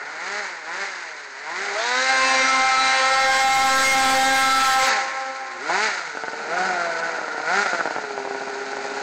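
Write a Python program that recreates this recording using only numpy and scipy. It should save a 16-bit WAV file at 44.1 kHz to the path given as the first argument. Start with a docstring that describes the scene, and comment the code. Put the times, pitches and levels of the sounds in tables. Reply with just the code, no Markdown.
"""Two-stroke snowmobile on a snowy field

The engine blips, howls flat out through a turn, then comes back near the listener with pops and barks.
Multiples of the firing rate and pulsed noise, filtered by pipe and silencer, make the exhaust.
Steady partials make the howl, decaying pipe modes the pops, and coloured noise the track and clutch.
The forest edge returns scattered echoes; the microphone clips and gain control holds the level down."""
import sys
import numpy as np
from scipy import signal
from scipy.io import wavfile
from scipy.ndimage import uniform_filter1d

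SR = 44100
rng = np.random.default_rng(int(sys.argv[2]) if len(sys.argv) > 2 else 0)


def generate_wav(signal):
    """Clip the signal to [-1, 1] and save it as 16-bit WAV at the path in sys.argv[1]."""
    frames = np.transpose(np.atleast_2d(signal))
    scaled = np.clip(frames, -1, 1) * 32767
    pcm = np.round(scaled).astype(np.int16)
    wavfile.write(sys.argv[1], SR, pcm)


N = 397782
T = np.arange(N) / SR  # time of every sample, s

# the strongest partials of the tuned pipe swell and fade as the sled turns; columns:
# time_s, firing_rate_hz, then rms level_db of multiples 1, 2, 3, 4, 5, 6 and 8 before a common trim
TURN = [(1.76, 209.6, -58, -43, -17, -52, -44, -27, -42),
        (1.86, 239.8, -50, -36, -36.5, -28, -36, -36.5, -39),
        (1.95, 251.5, -45, -31, -26, -26.5, -33, -24, -32),
        (2.04, 262.4, -40, -30, -34, -36, -31, -25.5, -32),
        (2.11, 264.3, -44, -33, -22, -35, -36, -26, -27),
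        (2.2, 261.7, -41, -30.5, -38, -26.5, -29, -27, -27),
        (2.3, 263.9, -38, -34, -26, -26.5, -36, -34, -34), (2.402, 262, -40, -25, -30, -29, -30, -27, -22),
        (2.499, 264, -35, -37, -30, -35, -21, -35, -20.5),
        (2.6, 262.2, -36, -30.5, -24, -28, -23.5, -31, -23.5),
        (2.7, 262.5, -48, -36, -18.5, -30.5, -24, -29, -16.5),
        (2.8, 262.8, -42, -32, -24.5, -35, -22.5, -33, -31),
        (2.902, 263.6, -40.5, -36, -23.5, -31, -25.5, -27, -24),
        (3.05, 263.4, -46, -27.5, -24.5, -28.5, -23, -30, -32),
        (3.2, 265.5, -51, -30, -21.5, -26, -23, -26, -24),
        (3.35, 265.7, -49, -28.5, -24, -24, -36, -24, -23.5),
        (3.501, 265.7, -54, -39, -19, -30.5, -26.5, -37, -26.5),
        (3.65, 266, -43, -34, -19, -24, -26.5, -33, -26),
        (3.779, 265.6, -43, -32, -34, -29.5, -25.5, -21.5, -31.5),
        (3.92, 267, -45, -35.5, -23.5, -28.5, -29, -32, -24),
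        (4.05, 264.9, -34, -37, -25.5, -32, -27, -28.5, -30),
        (4.181, 264.6, -39, -32.5, -24.5, -31.5, -30.5, -34, -30),
        (4.319, 267, -29.5, -31, -18, -34, -31, -20, -28.5),
        (4.45, 265.3, -37, -43, -25.5, -27.5, -22, -23.5, -23),
        (4.58, 265.8, -34, -37, -22.5, -30, -21, -27, -31),
        (4.699, 264.2, -44, -41, -19.5, -26, -21.5, -24, -30),
        (4.82, 262.8, -48, -28.5, -21, -28, -25, -25, -24)]
# tone of the exhaust: time_s, place in a row of four colours (0-3)
TONE = [(0, 1.4), (1.7, 0.69), (2.1, 2), (4.85, 1.03), (5.5, 1.25), (5.7, 1.68), (5.85, 1.3), (6.4, 2.53),
        (7.7, 2.14), (8.15, 2.65)]


def gain_of(db):
    """Logarithmic level: decibels to an amplitude ratio."""
    return 10 ** (np.asarray(db) / 20)


def evened(x):
    """Power normalization: scales a signal to rms 1."""
    return x / np.sqrt(np.mean(x ** 2) + 1e-20)


def curves(rows):
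    """Linear interpolation: each column of a table of (time_s, values) at every sample."""
    time_s, *columns = np.transpose(rows)
    return [np.interp(T, time_s, column) for column in columns]


def during(start_s, end_s, fade_s):
    """Trapezoidal window: a gate with sloping sides."""
    return np.clip((T - start_s) / fade_s, 0, 1) * np.clip((end_s - T) / fade_s, 0, 1)


def flutter(rate_hz):
    """Band-limited chance: Gaussian points at the given rate, joined by lines."""
    return np.interp(T * rate_hz, np.arange(2000), rng.standard_normal(2000))


def colour(x, points):
    """Minimum-phase filtering: a causal filter with the given outline of (frequency_hz, gain_db)."""
    point_hz, point_db = np.transpose(points)
    hz = abs(np.fft.fftfreq(4096, 1 / SR))
    gain_db = np.interp(np.log(hz + 1), np.log(point_hz + 1), point_db)
    # the Hilbert transform of the log gain gives the phase
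    spectrum = np.exp(np.conj(signal.hilbert(np.log(gain_of(gain_db)))))
    taps = np.fft.ifft(spectrum).real[:2048]
    return signal.oaconvolve(x, taps)[:N]


def low_pass(x, hz):
    """Linear-phase band limiting: a steep low-pass filter."""
    taps = signal.firwin(511, hz, window=("kaiser", 9), fs=SR)
    return signal.oaconvolve(x, taps[None], "same")


def add(mix, start_s, sound):
    """Superposition: mixes a sound in at its start time."""
    part = mix[round(start_s * SR):][:len(sound)]
    part += sound[:len(part)]


def partial(cycles, k, level_db, flutter_db, scatter=0.21, scatter_hz=16):
    """Multipath interference: a trembling harmonic beats with its shifting reflections off the snow."""
    paths = 1 + scatter * (flutter(scatter_hz) + 1j * flutter(scatter_hz))
    tone = np.exp(2j * np.pi * (k * cycles + rng.random()))
    rms = gain_of(level_db + flutter_db * flutter(60))
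    return np.sqrt(2) * rms * (paths * tone).real


def firings(cycles, uneven, smear=0.1005, count=22):
    """Dispersion: the harmonics of each firing pulse are smeared along the pipe, and firings vary in strength.

    Multiples 2-4 are left to the drone."""
    multiples = [1, *range(5, count)]
    pulse = sum(np.cos(2 * np.pi * k * cycles - smear * k ** 2) for k in multiples)
    return evened(pulse * np.exp(uneven * flutter(170) - uneven ** 2))


def puffs(cycles, steady, length):
    """Pulsed turbulence: noise flares at each firing and decays over a length in firing cycles."""
    flare = np.exp(-(cycles % 1) / length)
    return evened((steady + flare) * rng.standard_normal(N))


def throttle():
    """Engine load: opening of the throttle, the dB that it adds, and the share of rasp in the exhaust."""
    # squeezes of the throttle: opens_s, shuts_s, load_db, rasp_share (0-1)
    squeezes = [(0.197, 0.462, 1.5, 0.39), (0.65, 0.869, 3.5, 0.6), (1.434, 1.639, 1.5, 0.56),
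                (1.775, 4.894, 2, 0.08), (4.852, 4.985, 1, 0.5), (5.666, 5.906, 4.5, 0.22),
                (6.464, 7.17, 2, 0.52), (7.421, 7.636, 6, 0.15)]
    open_time_s, shut_time_s = 0.053, 0.031
    shut_rasp = 0.82  # share of rasp with the throttle shut
    opens_s, shuts_s, load_db, rasp = np.transpose(squeezes)
    rise = np.clip((T - opens_s[:, None]) / open_time_s, 0, 1)
    fall = np.clip((shuts_s[:, None] - T) / shut_time_s, 0, 1)
    gates = rise * fall
    return gates.sum(0), load_db @ gates, shut_rasp + (rasp - shut_rasp) @ gates


def exhaust(cycles, on_pipe, rasp, uneven, db=2.5, rasp_db=9, rasp_hz=450):
    """Source and filter: firing pulses and gas rasp pass a silencer whose colour changes with time."""
    # exhaust colours named by tone: frequency_hz, relative gain_db
    nasal = [(60, -48), (130, -24), (200, -12), (290, -17), (400, -4), (510, -6), (620, 2), (800, 7),
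             (970, -7), (1150, -16), (1450, 11), (1750, -17), (2150, -2), (2700, -25), (4500, -32),
             (8000, -64)]
    broad = [(60, -43.5), (150, -20.5), (300, -8.5), (450, -6.5), (700, -9.5), (950, 0.5), (1150, -6.5),
             (1500, 2), (2150, 0.5), (2700, -19.5), (4500, -29), (8000, -63.5)]
    biting = [(55, -56.5), (110, -16), (180, -13), (270, -13.5), (400, -13), (550, -7.5), (720, -0.5),
              (950, -0.5), (1150, -14.5), (1330, 3.5), (1470, 8.5), (1650, -8), (1850, -3), (2300, -8),
              (2900, -36), (4500, -50), (8000, -65.5)]
    throaty = [(55, -68), (120, -19.5), (200, 3.5), (280, -3.5), (400, 5.5), (540, -0.5), (800, 6),
               (950, -3), (1130, -8.5), (1400, 0.5), (1900, -7), (2400, -7), (3200, -29), (8000, -57)]
    pulses = firings(cycles, uneven) * np.sqrt(1 - rasp) * (1 - on_pipe)
    high_pass = signal.butter(1, rasp_hz, "high", fs=SR)
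    gas = signal.lfilter(*high_pass, puffs(cycles, steady=1.0, length=0.037))
    drive = pulses + gain_of(rasp_db) * np.sqrt(rasp) * gas
    tone, = curves(TONE)
    out = np.zeros(N)
    for place, points in enumerate([nasal, broad, biting, throaty]):
        share = np.maximum(1 - abs(tone - place), 0)  # crossfade of neighbouring colours
        out += share * evened(colour(drive, points))
    return gain_of(db) * out


def drone(cycles, speed, level_db, flutter_db=1.8):
    """Resonance: multiples 2-5 carry the note, each swelling as it crosses a mode of the silencer."""
    # low resonances of the silencer at tone places 0-1 and 2-3: frequency_hz, relative level_db
    lower_modes = [(260, -20), (330, -13.5), (410, -5.5), (540, -14), (615, -2), (700, -10.5), (820, -2.5),
                   (960, -8)]
    upper_modes = [(260, -14.5), (330, -19.5), (400, -5), (450, -6.5), (530, -10), (600, -17.5), (670, 1),
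                   (790, -8), (860, -7), (1060, -9)]
    # the multiples trade strength as the outlet swings about: time_s, extra level_db of multiples 2, 3, 4, 5
    voicing = [(.4, -0.5, 0.5, -0.5, 3), (1.45, -1.5, 3.5, 3, 3), (1.62, 5, -7, -2, -4),
               (1.75, 5, -3.5, 1, 1), (4.95, 3.5, 5, 12, -5), (5.25, 1, -5, -9, -16),
               (5.6, -2, 0.5, -14, -13), (5.7, 9, -1.5, 1, 1), (5.8, 0.5, -8, 5.5, -1),
               (6.1, -2, 0.5, -11, -9.5), (6.6, 0, 1, 2, -3.5), (7.1, 4, -1.5, -2, -2), (7.4, 0, 3, -7, -7),
               (7.55, -2.5, -1, 5, -7), (7.9, 1, 1.5, -7, -6), (8.3, -1.5, 3.5, -12, -13),
               (9.0, -1.5, 2, -1, -14)]
    out = np.zeros(N)
    blend = np.clip(curves(TONE)[0] - 1, 0, 1)
    for k, voice_db in enumerate(curves(voicing), 2):
        lower_db = np.interp(k * speed, *np.transpose(lower_modes))
        upper_db = np.interp(k * speed, *np.transpose(upper_modes))
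        resonance_db = lower_db + blend * (upper_db - lower_db)
        out += partial(cycles, k, level_db + voice_db + resonance_db, flutter_db, scatter=0.056)
    return out


def howl(cycles, level_db, strong_db=1.5, weak_db=-2.3, fade_db=3.0, flutter_db=2.5, count=32):
    """Pipe resonance: flat out, the tuned pipe rings in steady partials that fade slowly over the snow."""
    # multiples of the firing rate that have columns of their own in the table of the turn
    strong_orders = (1, 2, 3, 4, 5, 6, 8)
    # the other partials, side-on and head-on: frequency_hz, relative level_db
    side_on = [(1850, -6.5), (2370, -9.5), (2640, -12), (2900, -16.5), (3160, -20), (3420, -21.5),
               (3690, -18), (3950, -12.5), (4220, -11), (4480, -18.5), (4740, -15), (5010, -16.5),
               (5270, -26), (5540, -29), (5800, -18), (6060, -27), (6330, -21), (6590, -19), (6850, -35),
               (7110, -25), (7500, -33), (8200, -23.5)]
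    head_on = [(1850, -5.5), (2390, -13), (2660, -11.5), (2930, -21), (3200, -15), (3460, -14),
               (3750, -16.5), (4000, -8.5), (4260, -21), (4520, -14), (4800, -16), (5050, -18), (5300, -16),
               (6100, -32), (6600, -18), (6900, -29), (7450, -17), (7900, -19.5)]
    # start_s and end_s of the swing from side-on to head-on
    swing_s = (2.94, 3.34)
    # side-on, unequal cylinders sound between the partials: multiples, and their mean rms level_db
    half_orders = (1.5, 2.5, 3.5, 6.5, 7.5)
    half_db = (-48.5, -43, -37, -34, -37)
    howl_hz = 264  # firing rate at which the outlines are read
    strong = dict(zip(strong_orders, curves(TURN)[1:]))
    facing = np.interp(T, swing_s, [0, 1])
    # scatter in the ignition timing frays the high partials
    cycles = cycles + .005 * flutter(200)
    out = np.zeros(N)
    for k in range(1, count):
        side_db = np.interp(k * howl_hz, *np.transpose(side_on))
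        front_db = np.interp(k * howl_hz, *np.transpose(head_on))
        outline_db = side_db + facing * (front_db - side_db)
        if k in strong:
            partial_db = strong[k] + strong_db
        else:
            partial_db = level_db + weak_db + outline_db + fade_db * flutter(4)
        out += partial(cycles, k, partial_db, flutter_db, scatter=0.23)
    for k, db in zip(half_orders, half_db):
        half = partial(cycles, k, db + fade_db * flutter(3.1), flutter_db, scatter=0.15)
        out += (1 - facing) * half
    return out


def barks(cycles, width_hz=130, gas=1.0):
    """Forced resonance: firings and gas drive one pipe mode into a brief, dense ring."""
    # barks, mostly on a hard stab of throttle: centre_s, half_length_s, mode_hz, level_db
    bark_rows = [(0.283, 0.06, 950, -44), (0.725, 0.05, 920, -40), (1.517, 0.056, 930, -34),
                 (5.711, 0.016, 860, -22.5), (5.781, 0.031, 810, -25.5), (5.849, 0.039, 2090, -26),
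                 (6.577, 0.015, 1360, -25.5), (6.816, 0.041, 1385, -29.5), (7.051, 0.031, 1390, -32.5),
                 (7.52, 0.027, 730, -32), (7.598, 0.039, 1428, -22), (7.806, 0.0097, 1420, -20)]
    drive = firings(cycles, uneven=0.16) + gas * puffs(cycles, steady=.5, length=.4)
    out = np.zeros(N)
    for centre_s, half_length_s, hz, db in bark_rows:
        mode = signal.butter(2, [hz - width_hz, hz + width_hz], "band", fs=SR, output="sos")
        ring = signal.sosfilt(mode, drive)
        swell = np.exp(-((T - centre_s) / half_length_s) ** 4)
        out += gain_of(db) * swell * ring / np.sqrt(np.average(ring ** 2, weights=swell))
    return out


def pops(speed, db=0.0, gas=0.16, gas_s=0.013, upper_hz=1200, fade=0.34, count=4):
    """Impulse response: unburnt charge bangs and rings the pipe, and the next firings ring it again."""
    # late firings: time_s, ring peak_db, level_db of the next firing relative to the pop,
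    # extra level_db of the upper pipe modes
    pop_rows = [(5.698, -11.5, -8, -4), (6.1511, -19, -5, 1), (6.172, -13.5, -15, 8),
                (6.2368, -12.5, -6, 1), (6.282, -13.5, -7, 3), (6.333, -15, -5, -1), (7.036, -16, -4, 5),
                (7.186, -14, -10, 0), (7.215, -16, -9, -10), (7.281, -16, -11, -16),
                (7.346, -16.5, -20, -9), (7.38, -15, -12.5, -4.5), (7.4, -15.5, -3, -12), (7.66, -10, 1, 4),
                (7.7324, -8.5, -6, 1), (7.7481, -9.5, -3.5, 6), (7.7923, -16, -1, 0),
                (7.81, -11.5, -13, -6), (7.8564, -9.5, -4, -1), (7.875, -11, -9, -2),
                (7.909, -12.5, -12, -14), (7.963, -9.5, -7, -3), (7.984, -13.5, -6, -10),
                (8.04, -17.5, -2, 1), (8.1, -23, 6, -6), (8.178, -14, -9, -9), (8.2013, -19, -8, -10),
                (8.2514, -14.5, -15, -7), (8.275, -15, -9, -7), (8.31, -14, -13, -6),
                (8.3477, -14.5, -3, -11), (8.408, -18.5, -1, -4), (8.4214, -18, -5, -12),
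                (8.475, -21, 4, -7), (8.555, -21, -12, -7), (8.615, -21, -13, 6), (8.7319, -16, -15, 3),
                (8.7696, -14.5, -16, -4), (8.785, -18, -5, -6), (8.845, -22, 2, -13), (8.918, -18, -9, -10),
                (8.97, -22, 1, -9)]
    # modes of the exhaust: frequency_hz, bandwidth_hz, relative level_db
    pipe_modes = [(407, 360, -4), (750, 180, 3.5), (858, 280, 13.5), (1440, 180, 12.5), (2150, 440, -4)]
    out, t = np.zeros(N), np.arange(1500) / SR
    open_end = signal.butter(2, [270, 2600], "band", fs=SR, output="sos")  # it radiates no bass
    for start_s, peak_db, after_db, upper_db in pop_rows:
        ring = np.zeros(len(t))
        for hz, width_hz, mode_db in pipe_modes:
            decay = np.exp(-np.pi * width_hz * t)
            ring += gain_of(mode_db + upper_db * (hz > upper_hz)) * decay * np.sin(2 * np.pi * hz * t)
        ring = signal.sosfilt(open_end, ring)
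        ring /= abs(ring).max()
        firing_rate = speed[round(start_s * SR)]
        for k in range(count):
            burst = rng.standard_normal(len(t)) * np.exp(-t / gas_s)
            puff = signal.fftconvolve(ring, burst)[:len(t)]
            bang = ring + gas * puff / abs(puff).max()
            # after the second firing each is weaker than the last
            size = gain_of(after_db) * fade ** (k - 1) if k else 1
            add(out, start_s + k / firing_rate, gain_of(peak_db + db) * size * bang)
    return out


def clatter(cycles, db=3, slap_db=1.44):
    """Amplitude modulation: the bright noise of track, clutch and casing beats with the firings."""
    # colour of track, clutch and chain case: frequency_hz, relative gain_db
    rattle_colour = [(200, -32), (900, -9), (1500, 4.5), (2250, 5), (2750, -0.5), (3300, -6), (4100, 2),
                     (4800, 1), (5600, -5.5), (6600, -1), (7400, -9), (8300, -12.5), (8800, -38),
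                     (10000, -83.5)]
    rattle = puffs(cycles, steady=1.0, length=1.0) * gain_of(slap_db * flutter(110))
    return gain_of(db) * evened(colour(rattle, rattle_colour))


def echo(cycles, db=-1, flutter_db=1.8):
    """Delayed reflection: the last of the howl returns from the forest edge as the engine winds down."""
    # fading of the returned howl: time_s, level_db of multiples 1, 2, 3, 4, 5 before a common trim
    returned = [(4.82, -60, -60, -57, -62, -58), (4.88, -45, -29, -23, -31, -24),
                (4.94, -56, -35, -28.5, -35, -33), (4.99, -55, -44, -30, -40, -26),
                (5.05, -53, -41, -30.5, -33, -35), (5.12, -50, -42.5, -44, -42, -35),
                (5.18, -59, -43, -30, -39, -48), (5.24, -55, -41, -29.5, -48, -40),
                (5.3, -48, -37, -50, -46, -47), (5.35, -54, -44, -42, -44, -38),
                (5.42, -55, -37.5, -33, -53, -47), (5.5, -64, -48, -41, -45, -45),
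                (5.59, -59, -41, -43, -49, -42), (5.68, -58, -62, -62, -63, -65)]
    delay_s = .78
    late = np.interp(T - delay_s, T, cycles)
    tones = np.zeros(N)
    for k, level_db in enumerate(curves(returned), 1):
        tones += partial(late, k, level_db + db, flutter_db, scatter=0.082)
    return tones * during(returned[0][0], returned[-1][0], .02)


def forest(x, near_db=-16, near_t60=0.27, far_db=-21, far_s=0.57, spread_s=0.27):
    """Diffuse scattering: sparse echoes from nearby trunks, then a faint wash from the forest edge."""
    # colour of what the trees send back: frequency_hz, gain_db
    tree_colour = [(100, -29), (270, -10.5), (520, 0), (800, -0.5), (1060, 0.5), (1350, -5), (2000, -0.5),
                   (4000, -22.5), (9000, -48.5)]
    t = np.arange(SR) / SR
    trunks = rng.choice([-1., 1.], SR) * (rng.random(SR) < 2000 / SR)  # about 2000 echoes a second
    near = trunks * gain_of(-60 * t / near_t60) * (t > .008)
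    far = trunks * np.exp(-((t - far_s) / spread_s) ** 4)
    response = gain_of(near_db) * near / np.linalg.norm(near)
    response += gain_of(far_db) * far / np.linalg.norm(far)
    return colour(signal.oaconvolve(x, response)[:N], tree_colour)


def fizz(db):
    """Filtered noise: a thin top-end sizzle grows during the howl and stops with it."""
    hiss = colour(rng.standard_normal(N), [(8500, -6), (9300, 6.0), (12000, 2.0), (16000, -3.0)])
    gate = during(3.02, 6.3, 0.78) * during(3, 4.9, 0.016)  # slow rise, quick end
    return gain_of(db + 2.0 * flutter(40)) * evened(hiss) * gate


def scene(cylinder_gap=0.088):
    """Common phase: one crankshaft drives every engine layer; speed and throttle set how loud each is."""
    # engine speed before and after the turn: time_s, firing_rate_hz
    speed_rows = [(0, 138), (.18, 159), (.31, 200), (.39, 211), (.5, 180), (.64, 154), (.73, 174),
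                  (.8, 197), (.87, 198), (1.02, 171), (1.15, 151), (1.35, 132), (1.45, 148.6), (1.54, 175),
                  (1.62, 198), (1.65, 202), (1.73, 199), (4.86, 265), (4.9, 235), (4.95, 216), (5.02, 184),
                  (5.12, 159), (5.3, 135), (5.6, 118), (5.636, 143), (5.698, 163), (5.746, 186),
                  (5.818, 215), (5.856, 221), (5.92, 192), (6.13, 149), (6.28, 149), (6.48, 155.4),
                  (6.57, 179), (6.66, 190), (6.77, 175), (6.93, 165.5), (7.1, 166), (7.3, 154), (7.41, 153),
                  (7.474, 159), (7.554, 195), (7.615, 207), (7.71, 178), (7.87, 156), (8.03, 141.5),
                  (8.2, 133.6), (9.02, 136.2)]
    # base levels as the sled moves off, turns and passes, ahead of the speed and load terms:
    # time_s, exhaust_db, drone_db, track_db
    pass_levels = [(0, -34.5, -41.5, -44.5), (.6, -40.5, -44.5, -47), (1.0, -41, -46, -46),
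                   (1.3, -39, -47, -44), (1.7, -36.5, -39, -44), (2.0, -42, -36, -47.5),
                   (2.35, -35, -44, -45), (3.05, -33.5, -37, -46.5), (3.65, -38.5, -38.5, -50.5),
                   (4.25, -38, -41, -49.5), (4.85, -36, -48, -42.5), (5.3, -38, -51.5, -41),
                   (5.6, -34, -29, -40.5), (5.8, -37, -41, -41.5), (6.05, -37, -43.5, -44),
                   (6.55, -35, -33.5, -44.5), (7.1, -35, -36, -45), (7.7, -36, -37.5, -43),
                   (8.2, -36, -32.5, -42.5), (9.02, -34, -32.5, -38)]
    # level changes over two runs of pops: start_s, end_s, exhaust_change_db, drone_change_db
    pop_runs = [(6.11, 6.376, -2, 0), (7.66, 8.044, 0.5, -2.5)]
    # level of the whole sled as it swings to face the microphone: time_s, extra level_db
    facing_levels = [(1.7, -2.5), (2.1, -2), (3.05, -3.5), (3.3, 1.5), (3.9, 10.5), (4.75, 0.5), (4.92, -1)]
    idle_hz = 138.05  # firing rate that the base levels refer to
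    exhaust_db_per_octave, drone_db_per_octave, track_db_per_octave = 14.5, 14.5, 20.5
    track_load = 0.27  # share of the load dB that the track follows
    uneven_shut, uneven_open = 0.14, 0.31  # unevenness of the firings
    shut_drone_db, sinks_until_s = -1.5, 4.6  # until then, the note sinks when the throttle shuts

    speed, = curves(sorted(tuple(row[:2]) for row in [*speed_rows, *TURN]))
    octaves = np.log2(speed / idle_hz)
    opening, load_db, rasp = throttle()
    exhaust_db, drone_db, track_db = curves(pass_levels)
    exhaust_db = exhaust_db + exhaust_db_per_octave * octaves + load_db
    drone_db = drone_db + drone_db_per_octave * octaves + load_db
    drone_db += shut_drone_db * (1 - opening) * (T < sinks_until_s)
    track_db = track_db + track_db_per_octave * octaves + track_load * load_db
    for start_s, end_s, exhaust_change_db, drone_change_db in pop_runs:
        popping = during(start_s, end_s, 0.018)
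        exhaust_db = exhaust_db + exhaust_change_db * popping
        drone_db = drone_db + drone_change_db * popping

    uneven = uneven_shut + (uneven_open - uneven_shut) * opening
    on_pipe = during(1.744, 4.9, 0.072)  # the stretch of the howl
    waver = .0012 * flutter(25) + .003 * flutter(180)
    cycles = np.cumsum(speed * (1 + waver)) / SR  # one cycle per firing

    sled = gain_of(exhaust_db) * exhaust(cycles, on_pipe, np.clip(rasp, 0, 1), uneven)
    sled += (1 - on_pipe) * drone(cycles, speed, drone_db)
    sled *= 1 + cylinder_gap * np.cos(np.pi * cycles)  # unequal cylinders give half-order lines
    sled += on_pipe * howl(cycles, exhaust_db)
    sled += barks(cycles) + pops(speed)
    sled += gain_of(track_db) * clatter(cycles)
    sled *= gain_of(curves(facing_levels)[0])
    return (sled + forest(sled) + echo(cycles))[None]


def record(dry, ceiling=0.35, lopsided=0.058, hold_db=-18.0):
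    """Clipping and compression: the microphone overloads, unevenly under the howl; gain control holds the level."""
    # upper limits of the recorded engine sound and of the whole sound, sizzle included
    treble_hz, edge_hz = 8600, 15750
    bias = lopsided * during(1.7, 4.9, .05)
    clipped = np.clip(dry, bias - ceiling, bias + ceiling)
    power = abs(uniform_filter1d(clipped ** 2, size=2600))
    power_db = 10 * np.log10(power + 1e-12)
    reduction_db = uniform_filter1d(np.maximum(power_db - hold_db, 0), size=1000)
    held = clipped / gain_of(reduction_db)
    # only the sizzle reaches above the treble limit
    return low_pass(low_pass(held, treble_hz) + fizz(db=-41), edge_hz)


dry = scene()
out = record(dry)
generate_wav(out)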